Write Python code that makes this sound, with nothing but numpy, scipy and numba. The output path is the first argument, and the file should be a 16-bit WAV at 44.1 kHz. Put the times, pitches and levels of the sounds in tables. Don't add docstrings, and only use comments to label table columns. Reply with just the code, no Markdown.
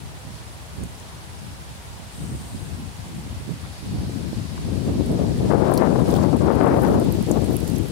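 import sys
import numpy as np
from scipy import signal
from scipy.io import wavfile
from numba import njit

SR = 44100
rng = np.random.default_rng(int(sys.argv[2]) if len(sys.argv) > 2 else 0)


def wrap_up_sound(samples):
    columns = np.atleast_2d(samples).T
    tamed = np.clip(columns, -1, 1)
    steps = np.round(tamed * 32767).astype(np.int16)
    wavfile.write(sys.argv[1], SR, steps)


N = 348831
TIME = np.arange(N) / SR
TINY = 1e-18


def from_db(db):
    return 10 ** (np.asarray(db) / 20)


def rms_one(x):
    return x / np.sqrt(np.mean(x ** 2) + 1e-20)


def in_time(rows):
    s, *columns = np.transpose(rows)
    return [np.interp(TIME, s, c) for c in columns]


def at_hz(points, hz):
    point_hz, point_db = np.array(points).T
    return np.interp(np.log(hz), np.log(point_hz), point_db)


def panned(lean_db):
    return from_db(np.array([[.5], [-.5]]) * lean_db)


def drift(rate_hz):
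    hop, settle = 20, 4000
    r = np.exp(-2 * np.pi * rate_hz * hop / SR)
    white = rng.standard_normal(N // hop + settle + 2)
    slow = signal.lfilter([1], [1, -2 * r, r * r], white)[settle:]
    return np.interp(np.arange(N) / hop, np.arange(len(slow)), rms_one(slow))


def high_pass(x, hz, order):
    return signal.sosfilt(signal.butter(order, hz, "high", fs=SR, output="sos"), x)


def resonance(x, hz, width_hz):
    r = np.exp(-np.pi * width_hz / SR)
    numerator = np.array([1, 0, -1]) * (1 - r * r) / 2
    denominator = [1, -2 * r * np.cos(2 * np.pi * hz / SR), r * r]
    return signal.lfilter(numerator, denominator, x + TINY)


def double_resonance(x, hz, width_hz):
    return resonance(resonance(x, hz, width_hz), hz, width_hz)


def diffuse_noise(spectrum, lean, flicker_db, flicker_hz, alike_below_hz):
    out, edges_hz = 0, 125 * 2 ** (np.arange(29) / 4)
    white = rng.standard_normal((2, 2, N))
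    for k, (low, high) in enumerate(zip(edges_hz, edges_hz[1:])):
        band = signal.butter(2, [low, high], "band", fs=SR, output="sos")
        mid, side = signal.sosfilt(band, white[k % 2])
        hz = np.sqrt(low * high)
        alike = np.sinc(hz / (2 * alike_below_hz)) * np.exp(-hz / (10 * alike_below_hz))
        level = from_db(at_hz(spectrum, hz) + flicker_db * drift(flicker_hz))
        gain = level * panned(at_hz(lean, hz) if lean else 0)
        out = out + gain * (np.sqrt(1 + alike) * mid + np.sqrt(1 - alike) * side * [[1], [-1]])
    return rms_one(out)


# f/Hz, level/dB
TRAFFIC_SPECTRUM = [(150, -27), (300, -2), (480, -2.5), (850, 1.5), (1250, -6), (1800, -10), (3000, -30),
                    (6000, -26)]
TRAFFIC_RMS_DB = -45.5


def far_traffic():
    wash = diffuse_noise(TRAFFIC_SPECTRUM, None, flicker_db=1.06, flicker_hz=5.1, alike_below_hz=440)
    return from_db(TRAFFIC_RMS_DB) * wash


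# t/s, level/dB
TREETOP_LEVELS = [(0, -44.5), (3.9, -43.5), (5.3, -41.5), (6.17, -39), (6.55, -41.5), (7.05, -40),
                  (7.91, -40.5)]
# f/Hz, level/dB
RUSTLE_SPECTRUM = [(900, 0), (1800, 3), (2800, 3.5), (4400, 1.5), (6500, -2), (8500, -0.9), (10200, -3),
                   (11800, -11.5), (13500, -14), (16000, -18)]
# f/Hz, left minus right/dB
RUSTLE_BALANCE = [(1500, -5), (4500, -1.5), (8000, -3), (11000, -13), (15000, -8)]
TREES_LEAN_DB = 4


def treetops():
    rustle_db, = in_time(TREETOP_LEVELS)
    hiss = diffuse_noise(RUSTLE_SPECTRUM, RUSTLE_BALANCE, flicker_db=1.0, flicker_hz=27.0, alike_below_hz=700)
    return hiss * from_db(rustle_db) * panned(TREES_LEAN_DB)


# t/s, level/dB
BUSH_LEVELS = [(0, -70), (3.3, -64), (3.8, -50.5), (5.4, -51.5), (6.0, -52.5), (7.1, -49.5), (7.91, -56)]


def bushes(hz=4400, width_hz=2000, flutter_db=-0.5):
    rustle_db, = in_time(BUSH_LEVELS)
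    hiss = rms_one(double_resonance(rng.standard_normal((2, N)), hz, width_hz))
    return hiss * from_db(rustle_db + flutter_db * drift(25)) * panned(2.5)


# t/s, level at the swell's top/dB, half length/s, centre f/Hz, width/Hz
SHOE_SCUFFS = [(0.356, -49, 0.036, 5000, 3500), (6.128, -44, 0.039, 4500, 6000),
               (6.235, -42.5, 0.016, 4500, 7000)]


def scuffs(gritty_db=4.5):
    out = np.zeros((2, N))
    grit = rng.standard_normal((2, N)) * from_db(gritty_db * drift(140))
    for s, level_db, half_s, hz, width_hz in SHOE_SCUFFS:
        swell = np.exp(-np.minimum(((TIME - s) / half_s) ** 2, 100) / 2)
        out += rms_one(resonance(grit, hz, width_hz)) * from_db(level_db) * swell
    return out


# t/s, peak level/dB, centre f/Hz
SHOE_CONTACTS = [(3.638, -35, 1200), (3.651, -30, 950), (3.659, -33, 2000), (4.578, -28.5, 950)]


def footfalls(decay_s=0.003, width_hz=750):
    out, t = np.zeros((2, N)), TIME[:SR // 20]
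    for s, peak_db, hz in SHOE_CONTACTS:
        contact = rng.standard_normal((2, len(t))) * np.exp(-t / decay_s)
        knock = double_resonance(contact, hz, width_hz)
        start = int(s * SR)
        out[:, start:start + len(t)] += knock / np.abs(knock).max() * from_db(peak_db)
    return out


# f/Hz, width/Hz, level before panning/dB
BUZZ_RESONANCES = [(8500, 1200, -55), (8500, 4500, -53), (14050, 1400, -61.5)]
BUZZ_START_S, BUZZ_ATTACK_S, BUZZ_HOLD_S, BUZZ_RELEASE_S = 2.11, 0.036, 0.35, 0.5


def insect(rasp_db=-0.5, lean_db=5.0):
    age_s = TIME - BUZZ_START_S
    attack = np.clip(age_s / BUZZ_ATTACK_S, 0, 1)
    release = np.clip(1 - (age_s - BUZZ_ATTACK_S - BUZZ_HOLD_S) / BUZZ_RELEASE_S, 0, 1)
    rasp = rng.standard_normal((2, N)) * from_db(rasp_db * drift(60))
    buzz = np.zeros((2, N))
    for hz, width_hz, level_db in BUZZ_RESONANCES:
        buzz += from_db(level_db) * rms_one(double_resonance(rasp, hz, width_hz))
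    return buzz * attack * release * panned(lean_db)


# t/s, nominal scrape rate/(1/s), base size level/dB
SKITTER_ACTIVITY = [(0, 20, -55), (4.7, 25, -51.5), (5.1, 120, -53), (5.5, 50, -60), (6.13, 210, -51),
                    (6.45, 110, -55), (6.8, 310, -42), (7.05, 320, -48), (7.55, 320, -45), (7.9, 180, -45)]


def skitter(scrape_s=0.0014, tilt_db=-1):
    per_s, size_db = in_time(SKITTER_ACTIVITY)
    born = rng.random(N) < per_s * from_db(4 * drift(14)) / SR
    scrapes = born * from_db(size_db + 2 * np.minimum(rng.exponential(1, N), 3))
    count = 12
    leaf, out = rng.integers(0, count, N), np.zeros((2, N))
    friction = rng.standard_normal((2, N))
    decay = np.exp(-1 / (scrape_s * SR))
    for k, hz in enumerate(np.linspace(4000, 13500, count)):
        envelope = signal.lfilter([1], [1, -decay], scrapes * (leaf == k) + TINY)
        out += resonance(friction * envelope, hz, width_hz=3400) * from_db(4 + tilt_db * k / count)
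    return high_pass(out, 1900, order=2) * panned(-8.0)


FINE_TICKS_PER_S, FINE_TICK_DB = 110, 12


def fine_ticks(ring_width_hz=4200, spread_db=2.0, lean_db=-7, flurry_db=5, tick_s=0.00045):
    per_s, size_db = in_time(SKITTER_ACTIVITY)
    busy = (per_s / per_s.max()) ** 2
    born = rng.random(N) < FINE_TICKS_PER_S * busy * from_db(flurry_db * drift(10)) / SR
    flicks = born * from_db(size_db + FINE_TICK_DB + spread_db * np.minimum(rng.exponential(1, N), 3))
    count = 6
    leaf, out = rng.integers(0, count, N), np.zeros((2, N))
    decay = np.exp(-1 / (tick_s * SR))
    for k, hz in enumerate(np.linspace(9000, 13800, count)):
        snap = signal.lfilter([1], [1, -decay], flicks * (leaf == k) + TINY)
        out += double_resonance(snap * rng.standard_normal((2, N)), hz, ring_width_hz)
    return out * panned(lean_db)


# t/s, relative level/dB, ring f/Hz, side (left > 0) and gain/dB, crackle decay/s
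DRY_TICKS = [(0.835,-24,8600,0,.004), (0.999,-28,7200,2,.003), (5.059,-27,9600,-10,.007),
             (5.115,-30,9770,-9,.009), (5.713,-25,13200,-10,.003), (5.738,-12.5,9700,9,0.0016),
             (5.744,-20,10000,6,0.0013), (5.748,-24,9500,4,.001), (5.755,-20,11500,-4,.001),
             (5.775,-15,11500,-7,.0022), (5.775,-12,4760,0,0.0029), (5.782,-25,11500,-4,.0015),
             (5.992,-30,12500,-8,.001), (6.043,-27,10000,-6,.002), (6.082,-27,12000,-8,.001),
             (6.091,-27,12500,-8,.001), (6.111,-24,10800,-12,.003), (6.122,-23,3570,-6,.003),
             (6.130,-26,8500,-6,.0015), (6.139,-22,5600,-6,.002), (6.151,-22,3400,-6,.004),
             (6.158,-26,9000,-6,.001), (6.164,-17.5,3500,0.5,0.0056), (6.234,-22,4380,-4,.002),
             (6.238,-29,10000,-6,.001), (6.366,-26,10500,-15,.002), (6.42,-26,7200,-3,.0015),
             (6.525,-29,11500,-10,.001), (6.553,-27,11000,-10,.001), (6.634,-24,10300,-9,.0012),
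             (6.658,-25,10800,-11,.002), (6.675,-20,8800,-3,.0025), (6.686,-27,10500,-8,.001),
             (6.798,-28,11500,-10,.001), (6.82,-24,11500,-13,.002), (6.832,-22.5,12000,-14,.003),
             (6.906,-24,9500,-6,.001), (6.998,-23,9700,-13,0.0022), (7.042,-28,11500,-10,.001),
             (7.123,-22.5,11500,-20,0.0017), (7.226,-22.5,10800,-8.5,0.0012), (7.264,-25,8000,-4,.001),
             (7.294,-26,11500,-8,.001), (7.311,-14,9800,-5,.002), (7.314,-10,6900,0.5,.0025),
             (7.321,-20,8200,-2,.0015), (7.442,-20.5,8500,0.5,.0035), (7.461,-27,9500,-6,.001),
             (7.529,-25,12200,-8,.002), (7.544,-27,12500,-8,.001), (7.558,-24,11500,-10,.0012),
             (7.566,-12,10500,-11,0.0011), (7.601,-23,12100,-11,0.0011), (7.657,-27,10000,-2,.0012),
             (7.751,-27,11100,-8,.001), (7.762,-18,6200,-3,0.0012), (7.783,-22,10800,-12.5,.0015),
             (7.884,-29,11500,-8,.001)]


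def dry_ticks(attack_s=0.00052, ring_width_hz=3200, snap_db=-14, gain_db=-4.5):
    out, t = np.zeros((2, N)), TIME[:SR // 20]
    for s, level_db, hz, lean_db, crackle_s in DRY_TICKS:
        crackle = rng.standard_normal(len(t)) * (1 - np.exp(-t / attack_s)) * np.exp(-t / crackle_s)
        width_hz = ring_width_hz * (hz / 8000) ** 1.6
        ring = double_resonance(crackle, hz, width_hz)
        tick = high_pass(ring + from_db(snap_db) * crackle, hz / 2, order=2)
        reached = np.array([[lean_db >= 0], [lean_db <= 0]])
        tick = tick / np.abs(tick).max() * from_db(level_db + gain_db) * panned(lean_db) * reached
        start = int(s * SR)
        out[:, start:start + len(t)] += tick[:, :N - start]
    return out


# t/s, left air speed level/dB, right air speed level/dB
SLOW_WIND = [(0,-3,-17.5), (0.19,-10,-14), (1.14,-7.5,-16.5), (1.96,-10,-12.5), (2.75,-2.5,-13),
             (2.97,-5.5,-15), (3.77,-5,-12.5), (3.83,0,-11.5), (4.63,-0.5,-13.5), (4.72,3.5,-15.5),
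             (5.497,9,-4), (5.508,13.5,-11), (6.12,11,-5.5), (6.28,11,-15), (6.8,14,-2.5), (6.96,12.5,-2),
             (7.15,7.5,-11), (7.9,5,-19)]
# peak t/s, length/s, left rise/dB, right rise/dB
GUST_RISES = [(0.275,0.1,-2,7), (0.816,0.12,5.5,11.5), (1.485,0.18,4.5,1), (2.107,0.075,-2,-6),
              (2.238,0.16,6.5,1.5), (2.343,0.073,2,7), (2.444,.08,0,2.5), (2.553,0.028,-2,9),
              (2.617,0.042,1.5,-6), (2.708,0.056,2,-2), (2.806,0.09,2,2.5), (2.937,0.051,-4,-2),
              (3.164,0.29,2,5.5), (3.253,0.092,0.5,-1.5), (3.407,0.027,-2,7), (3.499,0.08,-4,10.5),
              (3.638,0.049,3.5,-4), (3.783,0.14,-5,-2), (3.835,0.047,-2.5,7.5), (3.953,0.08,0,7),
              (3.985,.03,0.5,0), (4.034,0.051,1.5,3.5), (4.08,0.043,-1,3), (4.134,0.06,1.5,-2),
              (4.257,0.26,3,-3), (4.331,0.045,-5,9.5), (4.48,0.062,-2.5,-2), (4.597,0.046,-1.5,5),
              (4.68,0.19,1.5,4), (4.889,0.061,1,14), (4.953,0.06,0,7.5), (5.007,0.023,1.5,2),
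              (5.071,0.061,-2,7), (5.127,0.057,0.5,7.5), (5.215,0.12,1.5,-0.5), (5.356,0.12,-3.5,-1),
              (5.467,0.045,0,-1), (5.503,0.03,1.5,-7), (5.582,0.032,-2,5.5), (5.616,0.046,0.5,-2),
              (5.693,0.055,1.5,1), (5.727,0.031,0.5,-3), (5.765,0.014,-0.5,1), (5.828,0.095,3,-2),
              (5.938,0.014,-1.5,-1), (6.064,.05,0,1), (6.19,.045,1,6), (6.234,0.059,2,1),
              (6.31,0.032,-1.5,2), (6.356,0.043,1.5,-2), (6.385,0.035,-6.5,8), (6.437,0.059,-1,7.5),
              (6.489,0.1,3,2), (6.541,0.025,-2.5,-1), (6.616,0.059,2.5,0), (6.672,0.08,2.5,4),
              (6.732,0.073,0.7,4.5), (6.809,0.025,-4,-3), (6.85,0.038,2,-2.5), (6.9,.06,-0.5,2.5),
              (7.05,.02,-2.5,3), (7.145,0.045,-0.5,3), (7.235,0.026,0,6), (7.256,0.025,-9,2),
              (7.298,0.036,2,8), (7.372,0.1,4.5,2), (7.4,0.028,-2.5,-3), (7.508,0.065,3,8),
              (7.88,0.041,-2.5,5)]
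GUST_RISE_SHARE = 0.45
TURBULENCE_DB, TURBULENCE_HZ = 0.1, 21


def air_speed():
    turbulence = np.array([drift(TURBULENCE_HZ), drift(TURBULENCE_HZ)])
    speed_db = np.array(in_time(SLOW_WIND)) + TURBULENCE_DB * turbulence
    for s, length_s, left_db, right_db in GUST_RISES:
        share = np.where(TIME < s, GUST_RISE_SHARE, 1 - GUST_RISE_SHARE)
        phase = (TIME - s) / (length_s * share)
        speed_db = speed_db + np.outer([left_db, right_db], np.exp(-np.minimum(phase ** 2, 20)))
    return from_db(speed_db)


@njit
def moving_band(x, top_step, bottom_step):
    out, state, slow = np.zeros(len(x)), np.zeros(4), 0.0
    for i in range(len(x)):
        value = x[i]
        for k in range(4):
            state[k] += top_step[i] * (value - state[k])
            value = state[k]
        slow += bottom_step[i] * (value - slow)
        out[i] = value - slow
    return out


def buffeting(strength, corner_hz, lumpy_db, swirl_db, bottom_share, hollow_hz, hollow_db, low_cut_hz):
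    pressure = rms_one(rng.standard_normal(N) * from_db(lumpy_db * drift(57)))
    corner_hz = np.clip(corner_hz * from_db(swirl_db * drift(124)), 50, 4000)
    step = 1 - np.exp(-2 * np.pi * corner_hz / SR)
    pressure = moving_band(pressure, step, step * bottom_share) * strength
    pressure = pressure + from_db(hollow_db) * resonance(pressure, hollow_hz, width_hz=152)
    return high_pass(pressure, low_cut_hz, order=5)


# t/s, relative level/dB, left minus right/dB, half width/s
PORT_SLAPS = [(4.096,-19,-14,0.00066), (4.331,-18.5,-19,0.00059), (4.879,-30,1,0.00078),
              (5.009,-11,12,0.00066), (5.192,-10,7,0.00074), (5.502,-10,21,0.0005), (5.515,-6,22,0.00028),
              (5.536,-3,23,.0004), (5.556,-5,20,0.00077), (5.72,-3,19,0.00039), (5.811,-7,24,0.00052),
              (5.823,-3,22,0.00031), (5.854,-10,16,0.00033), (5.959,-6.5,22,0.00037), (6.33,-11,24,0.0004),
              (6.471,-8,11,0.00052), (6.504,-3,18,0.00043), (6.612,-6,21,0.00018), (6.625,-5,11,0.00048),
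              (6.667,-8,16,0.0003), (6.821,-20,13.5,.0004), (6.843,-25,14,0.00054), (7.064,-19,13.5,.0005),
              (7.288,-6.5,14,0.00084), (7.311,-1,24,0.00069)]


def eddy_slaps(gain_db=5.0):
    out, t = np.zeros((2, N)), TIME[:SR // 50] - 1 / 100
    for s, level_db, lean_db, half_width_s in PORT_SLAPS:
        pulse = np.hanning(len(t)) / (1 + (t / half_width_s) ** 2)
        start, sides = int(s * SR) - len(t) // 2, panned(lean_db)
        out[:, start:start + len(t)] -= from_db(level_db + gain_db) * pulse * sides / sides.mean()
    return high_pass(out + TINY, 253, order=2)


LEFT_CALM_HZ, LEFT_EDDY_HZ = 110, 150.7
RIGHT_CALM_HZ, RIGHT_EDDY_HZ = 84, 296
WAKE_HZ = 148
CEILING_DB = 9.5


def port_wind():
    speed = air_speed()
    strength = speed / np.hypot(1, speed / from_db(CEILING_DB))
    left_hz = LEFT_CALM_HZ + LEFT_EDDY_HZ * speed[0]
    right_hz = RIGHT_CALM_HZ + RIGHT_EDDY_HZ * speed[1] + WAKE_HZ * strength[0]
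    left = buffeting(strength[0], left_hz, lumpy_db=1.77, swirl_db=0.52, bottom_share=0.11,
                     hollow_hz=241, hollow_db=-14.5, low_cut_hz=57.5)
    right = buffeting(strength[1], right_hz, lumpy_db=2.0, swirl_db=0.5, bottom_share=0.0076,
                      hollow_hz=152, hollow_db=-2.0, low_cut_hz=58.6)
    return np.array([left, right]) + eddy_slaps()


def scene():
    background = far_traffic() + treetops() + bushes()
    nearby = scuffs() + footfalls() + insect()
    ground = skitter() + fine_ticks() + dry_ticks()
    return background + nearby + ground + port_wind()


GAIN_CONTROL_DB, GAIN_CONTROL_S = -11, 0.014
CUTOFF_HZ = 15780


def gain_control(x):
    keep = np.exp(-1 / (GAIN_CONTROL_S * SR))
    power = signal.lfilter([1 - keep], [1, -keep], np.sum(x ** 2, axis=0))
    return x / np.sqrt(np.hypot(1, power / from_db(GAIN_CONTROL_DB) ** 2))


def record(dry):
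    rounded = 1.475 * np.tanh(gain_control(dry) / 1.66)
    top_cut = signal.ellip(12, .1, 80, CUTOFF_HZ, fs=SR, output="sos")
    return signal.sosfilt(top_cut, rounded)


dry = scene()
out = record(dry)
wrap_up_sound(out)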